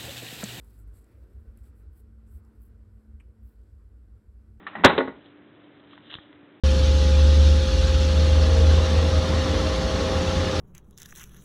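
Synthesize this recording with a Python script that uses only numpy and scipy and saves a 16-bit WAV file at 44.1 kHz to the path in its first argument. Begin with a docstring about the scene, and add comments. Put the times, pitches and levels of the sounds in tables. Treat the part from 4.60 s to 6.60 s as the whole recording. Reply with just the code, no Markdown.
"""Over a faint appliance hum, an empty hard plastic tank taps lightly on a kitchen counter. It slides by
stick-slip friction, lands with a loud clattering knock, rocks onto its other edge and settles; each
impact excites the damped modes of its walls, and the small room reverberates. Later, fingers rub and
click on plastic close to the microphone, which is dull and overloads on the loud knock."""
import sys
import numpy as np
from scipy import signal
from scipy.fft import rfft, irfft
from scipy.io import wavfile
from scipy.ndimage import uniform_filter1d

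SR = 44100
rng = np.random.default_rng(int(sys.argv[2]) if len(sys.argv) > 2 else 0)


def dump(signal):
    """Clip the signal to [-1, 1] and save it as 16-bit WAV at the path in sys.argv[1]."""
    limited = np.clip(np.atleast_2d(signal).T, -1, 1)
    pcm = np.round(limited * 32767).astype(np.int16)
    wavfile.write(sys.argv[1], SR, pcm)


N = 88200
T = np.arange(N) / SR

# Spectrum of the room air. Each row: frequency in Hz, relative spectral density in dB.
AIR_SPECTRUM = [(18, -61.5), (30, -32.5), (107, -6), (177, -9), (304, -1.5), (472, -11.5), (606, -11),
                (795, -17), (1870, -17), (2030, -20), (2210, -19.5), (3570, -31.5), (4400, -46.5),
                (5720, -73.5), (9680, -120)]
# Tones of the appliance. Each row: frequency in Hz, level in dB.
HUM_TONES = [(295, -56.5), (404, -71)]
# Taps of the rim. Each row: start in seconds, level in dB, pitch in Hz, tick level in dB.
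RIM_TAPS = [(0.0659, -27.5, 1292, -38.5), (0.1321, -43, 1308, -59.5), (0.1524, -27.5, 856.7, -54.5)]
# Resonances common to all taps. Each row: frequency in Hz, bandwidth in Hz, relative level in dB.
RIM_RESONANCES = [(1220, 900, -2), (1814, 150, -2)]
# Resonances driven by the slide. Each row: frequency in Hz, bandwidth in Hz, relative level in dB.
SLIDE_RESONANCES = [(97, 110, -48), (191, 27, -38.5), (327.6, 130, -41.5), (926, 800, -42),
                    (1850, 200, -45)]
# Envelope of the slide. Each row: time in seconds, gain in dB.
SLIDE_ENVELOPE = [(0, -14.5), (0.15, -19), (0.17, 1), (0.235, -5), (0.27, -57.5)]
# Impacts of tank on counter. Each row: start in seconds, factor on the ring time (small while the hand
# damps the walls), then the drive in dB of the counter's thud, the bass, the middle and the treble.
IMPACTS = [(0.2368, 0.53, -29.5, -20, -13, -19), (0.2423, 0.42, -14.5, -9, -2.5, -6.5),
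           (0.246, 0.35, -2.5, 2.5, 0, -3), (0.2548, 0.46, -8, -7, -4.5, -7),
           (0.277, .6, -16.5, -26.5, -23, -29), (0.296, 0.592, -16.5, -28, -17, -21),
           (0.3779, 0.88, -20.5, -7.5, -16.5, -16.5), (0.4031, 0.73, -32, -13.5, -19, -38),
           (0.4748, 0.767, -28, -24, -29, -42)]
# Edges of those zones in Hz: top of the thud, both ends of the bass and middle, foot of the treble.
ZONE_EDGES_HZ = [170, 240, 450, 570, 1900, 2700]
# Main modes of the walls. Each row: frequency in Hz, relative level in dB, unscaled T60 in seconds.
WALL_MODES = [(164.42, -19.5, 0.44), (211.4, -7.5, 0.16), (266, -4.5, .25), (372.3, -7, 0.23),
              (442, 1, 0.11), (554.4, -2.5, 0.15), (638.5, -6.5, 0.16), (842.4, -14, 0.37),
              (932, -6.5, 0.22), (1093.4, -5.5, 0.17), (1446, -5.5, .15), (1485, -9, 0.14),
              (1908, -7, 0.14), (2002, -11.5, 0.26)]
# Spectrum of the short-lived modes. 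Each row: frequency in Hz, relative level in dB per half octave.
CRACK_SPECTRUM = [(40, -27), (100, -16), (250, -13.5), (600, -10.5), (1300, -7), (1900, -8), (2600, -11.5),
                  (3600, -6.5), (4500, -8.5)]
# Envelope of the fingers' rubbing. Each row: time in seconds, level in dB.
RUB_ENVELOPE = [(0.58, -69), (0.66, -62), (0.75, -74.5), (1.25, -68.5), (1.33, -61.5), (1.41, -67),
                (1.49, -55.5), (1.508, -43), (1.535, -47), (1.565, -60), (1.63, -64.5), (1.76, -72.5)]
# Clicks of the fingers. Each row: start in seconds, then the tick, body and thump levels in dB.
FINGER_CLICKS = [(1.3325, -40, -38.5, -69), (1.377, -60, -39, -65), (1.5132, -24.5, -49.5, -45),
                 (1.5403, -16.5, -34.5, -52), (1.552, -27.5, -37.5, -62), (1.5535, -52, -55, -24),
                 (1.5853, -54, -36.5, -26.5), (1.728, -40.5, -45, -67)]

CONTACT_S = 0.00092  # time constant of the attack of a tap or crack


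def undb(db):
    """Amplitude ratio for a level in decibels."""
    return 10 ** (np.asarray(db) / 20)


def unit(x):
    """The signal normalised to rms 1."""
    return x / np.sqrt(np.mean(x ** 2))


def colour(hz, points):
    """Gain at hz, interpolated in log frequency between (Hz, dB) points."""
    freqs, db = np.array(points).T
    return undb(np.interp(np.log(hz), np.log(freqs), db))


def band(x, hz, width, order=2):
    """Response of a band-pass resonator around hz, normalised to rms 1."""
    low = np.hypot(hz, width / 2) - width / 2
    return unit(signal.sosfilt(signal.butter(order, [low, low + width], "band", fs=SR, output="sos"), x))


def rise(seconds):
    """Exponential approach to 1 with the given time constant."""
    return 1 - np.exp(-T / seconds)


def fade(t60):
    """Exponential decay of 60 dB in t60 seconds."""
    return np.exp(-np.log(1000) * T / t60)


def burst(hz, width, env):
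    """Steady band noise shaped by an envelope and given that envelope's energy."""
    x = band(rng.standard_normal(2 * N), hz, width)[N:] * env
    return x * np.sqrt(np.sum(env ** 2) / np.sum(x ** 2))


def at(start, x):
    """The signal delayed by start seconds."""
    return np.concatenate([np.zeros(int(start * SR)), x])[:N]


def wander(per_s):
    """Smooth fluctuation through per_s Gaussian values a second."""
    step = int(SR / per_s)
    return uniform_filter1d(np.repeat(rng.standard_normal(N // step + 1), step), step)[:N]


def room_air(level_db=-54):
    """Stationary noise: a white spectrum weighted towards the low frequencies."""
    hz = np.maximum(np.arange(N // 2 + 1) * SR / N, 1)
    spectrum = rfft(rng.standard_normal(N)) * colour(hz, AIR_SPECTRUM)
    return undb(level_db) * unit(irfft(spectrum, N))


def appliance_hum(waver_db=1.2, drift_hz=2.5):
    """Slow random modulation of amplitude and frequency makes two steady tones waver."""
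    out = 0
    for hz, db in HUM_TONES:
        amplitude = np.sqrt(2) * undb(db + waver_db * wander(11))
        phase = 2 * np.pi * np.cumsum(hz + drift_hz * wander(3.5)) / SR
        out += amplitude * np.sin(phase)
    return out


def room_tail(hz, bass_t60=0.47, treble_t60=0.32):
    """Reverberation envelope: the diffuse field builds up, then decays, more slowly in the bass."""
    t60 = np.interp(np.log(hz), np.log([200, 4000]), [bass_t60, treble_t60])
    return rise(0.008) * fade(t60)


def rim_tap(db, pitch_hz, tick_db, room_hz=1040):
    """Impulse response of the stiff rim: short mid resonances, a faint tick and reverberation."""
    decay = fade(0.057)
    tail = undb(-14.5) * room_tail(room_hz)
    rim = burst(pitch_hz, 182, decay)
    rim += sum(undb(level) * burst(hz, width, decay) for hz, width, level in RIM_RESONANCES)
    room = burst(room_hz, 1500, tail)
    tick = burst(2500, 2200, decay + tail)
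    return (undb(db) * (rim + room) + undb(tick_db) * tick) * rise(CONTACT_S)


def stick_slip(slips_per_s=2500):
    """Stick-slip friction: a dense random train of unequal impulses."""
    return (rng.random(N) < slips_per_s / SR) * rng.standard_normal(N)


def tank_slide():
    """Forced vibration: friction on the counter drives broad and narrow resonances."""
    friction = stick_slip()
    scrape = sum(undb(db) * band(friction, hz, width) for hz, width, db in SLIDE_RESONANCES)
    return undb(np.interp(T, *np.array(SLIDE_ENVELOPE).T)) * scrape


def impact_drive(hz, thud, bass, middle, treble):
    """Excitation at hz: the point of impact sets how strongly each zone is driven."""
    return colour(hz, list(zip(ZONE_EDGES_HZ, [thud, bass, bass, middle, middle, treble])))


def wall_ringing(gain_db=-4, pitch_wander=0.0086):
    """Damped modes sum the energy of successive impacts; their pitch wanders as the walls flex."""
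    out, attack = 0, rise(0.0029)
    for hz, db, t60 in WALL_MODES:
        energy = sum(at(start, (impact_drive(hz, *drive_db) * attack * fade(t60 * ring_factor)) ** 2)
                     for start, ring_factor, *drive_db in IMPACTS)
        phase = 2 * np.pi * np.cumsum(hz * (1 + pitch_wander * wander(60))) / SR
        out += undb(db + gain_db) * np.sqrt(energy) * np.sin(phase)
    return out


def wall_crack(drive_db, t60=0.062, room_db=-18.5):
    """Modal overlap: the many short-lived modes of one impact merge into noise, and the room answers."""
    out = 0
    for hz in 40 * 2 ** np.arange(0, 7.5, .5):  # half-octave bands
        env = np.hypot(fade(t60), undb(room_db) * room_tail(hz))  # direct and room energies add
        gain = impact_drive(hz, *drive_db) * colour(hz, CRACK_SPECTRUM)
        out += gain * burst(hz, hz / np.sqrt(8), env)
    return out * rise(CONTACT_S)


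def finger_rub(flicker_db=2.5, body_db=-2):
    """Friction of fingers on plastic drives a bright band and a broad body resonance."""
    level_db = np.interp(T, *np.array(RUB_ENVELOPE).T) + flicker_db * wander(120)
    friction = stick_slip()
    bright = band(friction, 3150, 1000)
    body = band(friction, 1700, 1600, order=1)
    return undb(level_db) * (bright + undb(body_db) * body)


def finger_click(tick_db, body_db, thump_db, tick_hz=3360, thump_hz=134):
    """Release transient: as fingers let go, the plastic gives a heavily damped tick, body and thump."""
    tail = undb(-33.5) * room_tail(tick_hz)
    tick_decay = fade(0.0065)
    tick = np.sin(2 * np.pi * tick_hz * T) * tick_decay + burst(tick_hz, 700, 0.43 * tick_decay + tail)
    body = burst(1305, 744, fade(0.013) + tail)
    thump = -np.sin(2 * np.pi * thump_hz * T) * fade(0.0083)
    return (undb(tick_db) * tick + undb(body_db) * body + undb(thump_db) * thump) * rise(0.00015)


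def scene():
    """Superposition of tank, fingers and kitchen at the microphone, in one channel."""
    tank = tank_slide()
    tank += sum(at(start, rim_tap(*tap)) for start, *tap in RIM_TAPS)
    tank += wall_ringing()
    tank += sum(at(start, wall_crack(drive_db)) for start, _, *drive_db in IMPACTS)
    fingers = finger_rub()
    fingers += sum(at(start, finger_click(*levels)) for start, *levels in FINGER_CLICKS)
    return (tank + fingers + room_air() + appliance_hum())[None]


def record(dry, low_hz=62, mic_hz=3967, ceiling=0.71, knee=9, top_hz=16000):
    """Band limiting and saturation: a dull microphone, an amplifier that flattens peaks, a top cut."""
    dull = signal.sosfilt(signal.cheby1(10, .5, mic_hz, fs=SR, output="sos"), dry)
    dull = signal.sosfilt(signal.butter(2, low_hz, "high", fs=SR, output="sos"), dull)
    clipped = dull / (1 + np.abs(dull / ceiling) ** knee) ** (1 / knee)
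    return signal.sosfilt(signal.ellip(8, .2, 70, top_hz, fs=SR, output="sos"), clipped)


dry = scene()
out = record(dry)
dump(out)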